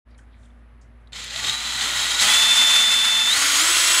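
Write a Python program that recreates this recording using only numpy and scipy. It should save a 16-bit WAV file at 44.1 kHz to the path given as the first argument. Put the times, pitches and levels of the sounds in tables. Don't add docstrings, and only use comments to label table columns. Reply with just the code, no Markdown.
import sys
import numpy as np
from scipy import signal
from scipy.fft import rfft, irfft
from scipy.io import wavfile

SR = 44100
rng = np.random.default_rng(int(sys.argv[2]) if len(sys.argv) > 2 else 0)


def persist_wave(psi):
    counts = np.round(np.clip(psi, -1, 1) * 32767).astype(np.int16)
    wavfile.write(sys.argv[1], SR, np.atleast_2d(counts).T)


def voltage_ratio(decibels):
    exponent = np.asarray(decibels, float) / 20
    return 10 ** exponent


N = 176400

# f/Hz, level/dB, waver/dB
HUM = [(56.8, -47, 0.2), (120, -67, -2.5), (238, -62.5, -1.5), (380, -76.5, 2.5)]
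# f/Hz, relative level/dB
ROOM_COLOUR = [(44, -27), (75, -4.5), (119, -6.5), (146, -21), (243, -12.5), (331, -22.5), (378, -21.5),
               (452, -24.5), (494, -20.5), (1070, -25), (1200, -24), (1670, -26), (1910, -26), (15000, -73)]
# f/Hz, relative level/dB
HISS_COLOUR = [(3000, -18), (5000, -15), (8000, -4), (10500, 5), (11800, -4), (13000, -30)]
# t/s, f/Hz, t60/s, level/dB
TICKS = [(.145, 4000, .03, -57), (.148, 2220, .03, -60), (0.189, 1600, .06, -50), (.186, 3160, 0.077, -61),
         (.218, 1500, .09, -56), (.342, 2200, .05, -58), (.43, 3500, 0.055, -60), (.452, 3450, .06, -61),
         (.457, 7700, .03, -60), (.5, 3500, .09, -67), (1.0725, 3820, 0.028, -53), (1.241, 10200, .03, -37)]
# t/s of the peak, attack/s, decay/s, f/Hz, level/dB
FINGERS = [(.105, .012, .02, 11000, -74), (.112, .012, 0.025, 4352, -68), (.18, 0.0017, 0.028, 7600, -59),
           (.33, .015, 0.059, 3611, -67), (.44, .05, 0.051, 7407, -66.5), (.59, .01, .02, 7560, -82),
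           (.814, .002, 0.026, 6360, -62.5), (1.02, .04, .03, 9000, -80), (1.073, .001, .01, 8000, -71)]
TABLE_DRONE = 1.1, 2.1, 122.5, 8, -52.5
# t/s, decay/s, level/dB
JERKS = [(1.416, 0.035, -34.5), (1.47, 0.028, -38), (1.82, 0.055, -36), (2.203, 0.094, -39),
         (3.34, 0.053, -37)]
# t/s, relative level/dB
KNOCKS = [(1.122, -33), (1.1317, -17), (1.2785, -33), (1.3078, -15.5), (1.3612, -10), (1.4472, -7),
          (1.467, -14), (1.4965, -6), (1.6618, -14), (1.8107, -4.5), (1.8185, -9), (1.8409, -17),
          (2.192, -7), (2.1962, -14), (2.2014, -11), (2.2194, -1), (2.263, -9), (2.282, -10), (2.302, -11)]
# f/Hz, relative level/dB, t60/s
CASE_MODES = [(1980, -32, .02), (2450, -24, .02), (3160, -5, 0.019), (3590, 3.5, 0.033), (3805, 2.5, 0.023),
              (4260, 1, 0.02), (6600, -21, .015), (7470, -3, 0.023)]
# t/s, speed/turns per s
SPEED = [(1.125, 44), (1.17, 49), (1.305, 50), (1.385, 71), (1.51, 73.8), (1.56, 75.6), (1.63, 76.2),
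         (1.81, 75.4), (1.87, 115.7), (1.906, 118.3), (1.98, 120.5), (2.184, 120.6), (2.19, 150),
         (2.206, 183), (2.22, 194.5), (2.245, 200), (2.27, 209), (2.3, 214.5), (2.37, 218.5), (2.45, 220.9),
         (3.27, 220.9), (3.3, 224), (3.318, 233), (3.334, 248), (3.347, 263), (3.375, 279.5), (3.41, 286.5),
         (3.46, 290), (3.59, 290.8), (3.6, 294), (3.62, 313), (3.645, 328), (3.67, 336), (3.7, 340.5),
         (3.76, 342.8), (4, 343.3)]
# t/s, relative level/dB, lift of lows and mids/dB
EFFORT = [(1.11, -81, 0), (1.12, -58, 2), (1.16, -43, -3), (1.3, -45.5, -3.5), (1.4, -36, -2),
          (1.42, -40.5, 0), (1.47, -34, -1.5), (1.58, -38.5, -0.5), (1.81, -35.5, -1), (1.82, -32, 0),
          (1.92, -33.5, 0), (2.1, -31.5, -1), (2.18, -33.5, 0.5), (2.2, -27, -3), (2.3, -26, 3.5),
          (2.3, -23.5, 0.5), (2.41, -26.5, 0), (2.78, -24, 1), (2.84, -26, 1), (3.27, -28.5, 1),
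          (3.37, -24.5, 1.5), (3.83, -21.5, 0.5), (4.0, -22, 1)]
# f/Hz, relative level/dB per Hz
RATTLE_SLOW = [(150, -24.5), (250, -11), (341, -19.5), (385, -23), (980, -6.5), (1540, -6.5), (1920, -2.5),
               (2540, -3.5), (3230, -0.5), (4190, -2), (5520, -11), (7280, -5), (8650, -13), (12900, -24.5),
               (15600, -33)]
RATTLE_FAST = [(150, -31), (250, -22), (392, -22), (718, -12.5), (824, -20), (980, -9.5), (1430, -6),
               (1590, -8.5), (1960, -3.5), (2760, -5), (3180, -2), (5720, -8), (6680, -5.5), (9440, -9),
               (15600, -27)]
# f/Hz, width/Hz, relative level/dB
HOUSING = [(824, 38, -2.5), (1230, 98, -24), (1430, 152, -1), (1955, 110, -2), (2460, 37, -38.5),
           (3186, 84, -1.5), (3470, 51, -14), (3940, 310, -11), (4186, 90, -3), (5200, 39, 2.5),
           (6400, 530, -7), (7100, 67, -12), (7260, 106, -4), (8060, 110, 0), (10200, 510, -9.5),
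           (15300, 280, 0)]
# t/s, level/dB
WHINE = [(2.23, -29), (2.272, -31), (2.3, -19.5), (2.44, -14.5), (2.47, -19.5), (2.518, -11), (2.548, -19),
         (2.58, -12.5), (2.718, -14), (2.75, -11.5), (2.924, -15), (3.222, -15), (3.245, -18), (3.3, -13),
         (3.312, -18.5), (3.332, -11.5), (3.348, -24)]
ORDERS = [1, 3, 4, 5, 8, 9.16, 10, 12, 16, 20, 23, 30.88, 32, 46, 52]
ORDER_SPEEDS = [50, 59, 74, 121, 170, 192, 221, 255, 290, 320, 343]
ORDER_LEVELS = [(-73, -82, -63, -68, -57, -43, -49.5, -60, -44, -39, -41.5),
                (-67, -75, -57.5, -60, -55, -44, -50, -48, -44, -42, -36),
                (-60.5, -78, -61.5, -60.5, -68, -42, -40, -55, -33, -36, -34),
                (-83, -76, -65, -52.5, -55, -38, -55, -67, -38, -45, -40),
                (-66, -68, -68, -59, -53, -53, -39, -50, -40, -32, -32),
                (-75, -60, -64, -51, -45, -45, -54, -66, -36, -55, -32),
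                (-64, -47, -56, -54, -48, -52, -50, -48, -44, -29, -29),
                (-69, -66, -52, -41.5, -38, -38, -30, -42, -52, -50, -40),
                (-77, -66, -46, -39, -37, -44, -45, -34, -32, -40, -33),
                (-81, -72, -56, -68, -40, -27, -45, -58, -58, -50, -35),
                (-85, -60, -67, -46, -22, -36, -37, -41, -26, -17.5, -23.5),
                (-71, -64, -58, -39, -48, -54, -36, -52, -44, -44, -52),
                (-59, -60, -50, -33, -50, -45, -59, -60, -46, -44, -50),
                (-60, -59, -55, -54, -52, -54, -47, -54, -45.5, -52, -56),
                (-65, -60, -33, -50, -60, -60, -62, -66, -66, -66, -66)]


def rms_one(x):
    return x / np.sqrt(np.mean(x ** 2) + 1e-20)


def in_time(rows):
    s, *columns = np.transpose(rows)
    return [np.interp(np.arange(N) / SR, s, c) for c in columns]


def colour(x, spectrum):
    hz, db = np.transpose(spectrum)
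    f = np.maximum(np.arange(N // 2 + 1) * SR / N, 1)
    gain = voltage_ratio(np.interp(np.log(f), np.log(hz), db))
    return rms_one(irfft(rfft(x) * gain, N))


def drift(rate):
    r = np.exp(-80 * np.pi * rate / SR)
    white = rng.standard_normal(N // 40 + 2002)
    slow = signal.lfilter([1], [1, -2 * r, r * r], white)[2000:]
    return np.interp(np.arange(N) / 40, np.arange(len(slow)), rms_one(slow))


def resonance(x, hz, width):
    r = np.exp(-np.pi * width / SR)
    zeros = np.array([1, 0, -1]) * (1 - r * r) / 2
    return signal.lfilter(zeros, [1, -2 * r * np.cos(2 * np.pi * hz / SR), r * r], x)


def ring(clicks, hz, t60):
    r, w = voltage_ratio(-60 / (t60 * SR)), 2 * np.pi * hz / SR
    return signal.lfilter([0, np.sin(w)], [1, -2 * r * np.cos(w), r * r], clicks)


def room():
    t = np.arange(N) / SR
    out = voltage_ratio(-55.5) * colour(rng.standard_normal(N), ROOM_COLOUR)
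    for hz, db, waver_db in HUM:
        level = voltage_ratio(db + waver_db * drift(4.6))
        out += level * np.sqrt(2) * np.sin(2 * np.pi * (hz * t + rng.random()))
    return out


def ticks():
    out, t = np.zeros(N), np.arange(SR // 4) / SR
    for s, hz, t60, db in TICKS:
        width = 0.2 * hz
        scratch = resonance(rng.standard_normal(len(t)), hz, width)
        scratch = rms_one(resonance(scratch, hz, width))
        onset = np.minimum(t / 0.0013, 1)
        out[int(s * SR):][:len(t)] += scratch * voltage_ratio(db - 60 * t / t60) * onset
    return out


def fingers():
    t, rubs = np.arange(SR * 2) / SR, np.zeros(N)
    white = rng.standard_normal(SR * 2)
    for s, attack, decay, hz, db in FINGERS:
        wide = 0.31 * hz / 5000
        edges = [hz * 2 ** -wide, hz * 2 ** wide]
        band = signal.sosfilt(signal.butter(2, edges, "band", fs=SR, output="sos"), white)
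        swell = np.exp(np.where(t < s, (t - s) / attack, (s - t) / decay))
        rubs[:SR * 2] += voltage_ratio(db) * rms_one(band) * swell
    soft = signal.butter(6, 9800, fs=SR, output="sos")
    return ticks() + signal.sosfilt(soft, rubs)


def table_drone():
    start, end, hz, width, db = TABLE_DRONE
    t = np.arange(N) / SR
    shaken = np.clip(np.minimum(t - start, end - t) / 0.04, 0, 1)
    drone = resonance(rng.standard_normal(N), hz, width)
    return voltage_ratio(db) * shaken * rms_one(resonance(drone, hz, width))


def jerks():
    t, shape = np.arange(N) / SR, np.zeros(N)
    for s, decay, db in JERKS:
        rise = np.clip((t - s) / 0.036, 0, 1)
        shape += voltage_ratio(db) * rise * np.exp(-np.maximum(t - s, 0) / decay)
    low_band = signal.butter(2, [80, 450], "band", fs=SR, output="sos")
    return shape * rms_one(signal.sosfilt(low_band, rng.standard_normal(N)))


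def knocks():
    KNOCK_DB, SPREAD_DB = -17, 1.5
    s, db = np.transpose(KNOCKS)
    out = np.zeros(N)
    spread = rng.normal(0, SPREAD_DB, (len(s), len(CASE_MODES)))
    for k, (hz, mode_db, t60) in enumerate(CASE_MODES):
        clicks = np.full(N, 1e-18)
        clicks[(s * SR).astype(int)] = voltage_ratio(db + mode_db + KNOCK_DB + spread[:, k])
        out += ring(clicks, hz, t60)
    contact = signal.butter(3, [1400, 9000], "band", fs=SR, output="sos")
    return signal.sosfilt(contact, out)


def gear_force(speed):
    TEETH_PER_TURN, TOOTH_SPREAD_DB, AIR_SHARE = 60, 2.5, 0.74
    sizes = voltage_ratio(TOOTH_SPREAD_DB * np.minimum(rng.exponential(1, N), 4)) * rng.choice([-1, 1], N)
    contact = rng.random(N) < TEETH_PER_TURN * speed / SR
    teeth = sizes * contact / np.sqrt(speed)
    return np.sqrt(1 - AIR_SHARE) * rms_one(teeth) + np.sqrt(AIR_SHARE) * rng.standard_normal(N)


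def rattle(speed, turns):
    db, lift_db = in_time(EFFORT)
    force = gear_force(speed)
    fast = np.clip((speed - 70) / 230, 0, 1)
    body = (1 - fast) * colour(force, RATTLE_SLOW) + fast * colour(force, RATTLE_FAST)
    peaks = sum(voltage_ratio(g) * resonance(body, hz, width) for hz, width, g in HOUSING)
    body = body + voltage_ratio(1.5 - 3.5 * fast) * peaks
    creeping = np.clip((70 - speed) / 18, 0, 1)
    treble = signal.sosfiltfilt(signal.butter(3, 7700, "high", fs=SR, output="sos"), body)
    body = body + (voltage_ratio(-4.5 * creeping) - 1) * treble
    low = signal.sosfilt(signal.butter(2, 3000, fs=SR, output="sos"), body)
    body = body + (voltage_ratio(lift_db) - 1) * low
    throb = 1 + 0.07 * np.sin(2 * np.pi * turns)
    return voltage_ratio(db + 8 + 0.86 * drift(35)) * throb * body


def whine(speed, turns):
    WAVER_DB, FLUTTER_DB = 1.2, 3
    loud_db, = in_time([(2.21, -67)] + list(WHINE) + [(3.42, -33), (3.47, -70)])
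    out = voltage_ratio(loud_db) * np.sin(2 * np.pi * 16 * turns)
    for order, levels in zip(ORDERS, ORDER_LEVELS):
        db = np.interp(speed, ORDER_SPEEDS, levels)
        db = db + WAVER_DB * drift(8.6) + FLUTTER_DB * drift(32)
        out += voltage_ratio(db) * np.sin(2 * np.pi * (order * turns + rng.random()))
    return np.sqrt(2) * out


def scene():
    speed, = in_time(SPEED)
    turns = np.cumsum(speed * (1 + 0.0004 * drift(10.3))) / SR
    running = np.clip((np.arange(N) / SR - 1.121) / 0.0027, 0, 1)
    drill = running * (whine(speed, turns) + rattle(speed, turns))
    drill = drill + knocks() + jerks() + table_drone()
    both = room() + fingers() + drill
    return np.array([both, both])


def band_limit(x):
    return signal.sosfilt(signal.butter(12, 15730, fs=SR, output="sos"), x)


def record(dry):
    KNEE_DB, SLOPE, GAIN_S = -22.5, 0.45, 0.59
    x = dry.mean(axis=0) + voltage_ratio(-84) * colour(rng.standard_normal(N), HISS_COLOUR)
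    x = signal.sosfilt(signal.butter(4, 39, "high", fs=SR, output="sos"), x)
    r = np.exp(-1 / (GAIN_S * SR))
    power = signal.lfilter([1 - r], [1, -r], x ** 2)
    level_db = 10 * np.log10(power + 1e-12)
    x = x * voltage_ratio(-SLOPE * np.maximum(level_db - KNEE_DB, 0))
    x = x * np.clip((np.arange(N) / SR - 0.05) / 0.029, 0, 1)
    x = signal.sosfilt(signal.ellip(16, 0.5, 90, 15730, fs=SR, output="sos"), x)
    return band_limit(np.array([x, x]))


dry = scene()
out = record(dry)
persist_wave(out)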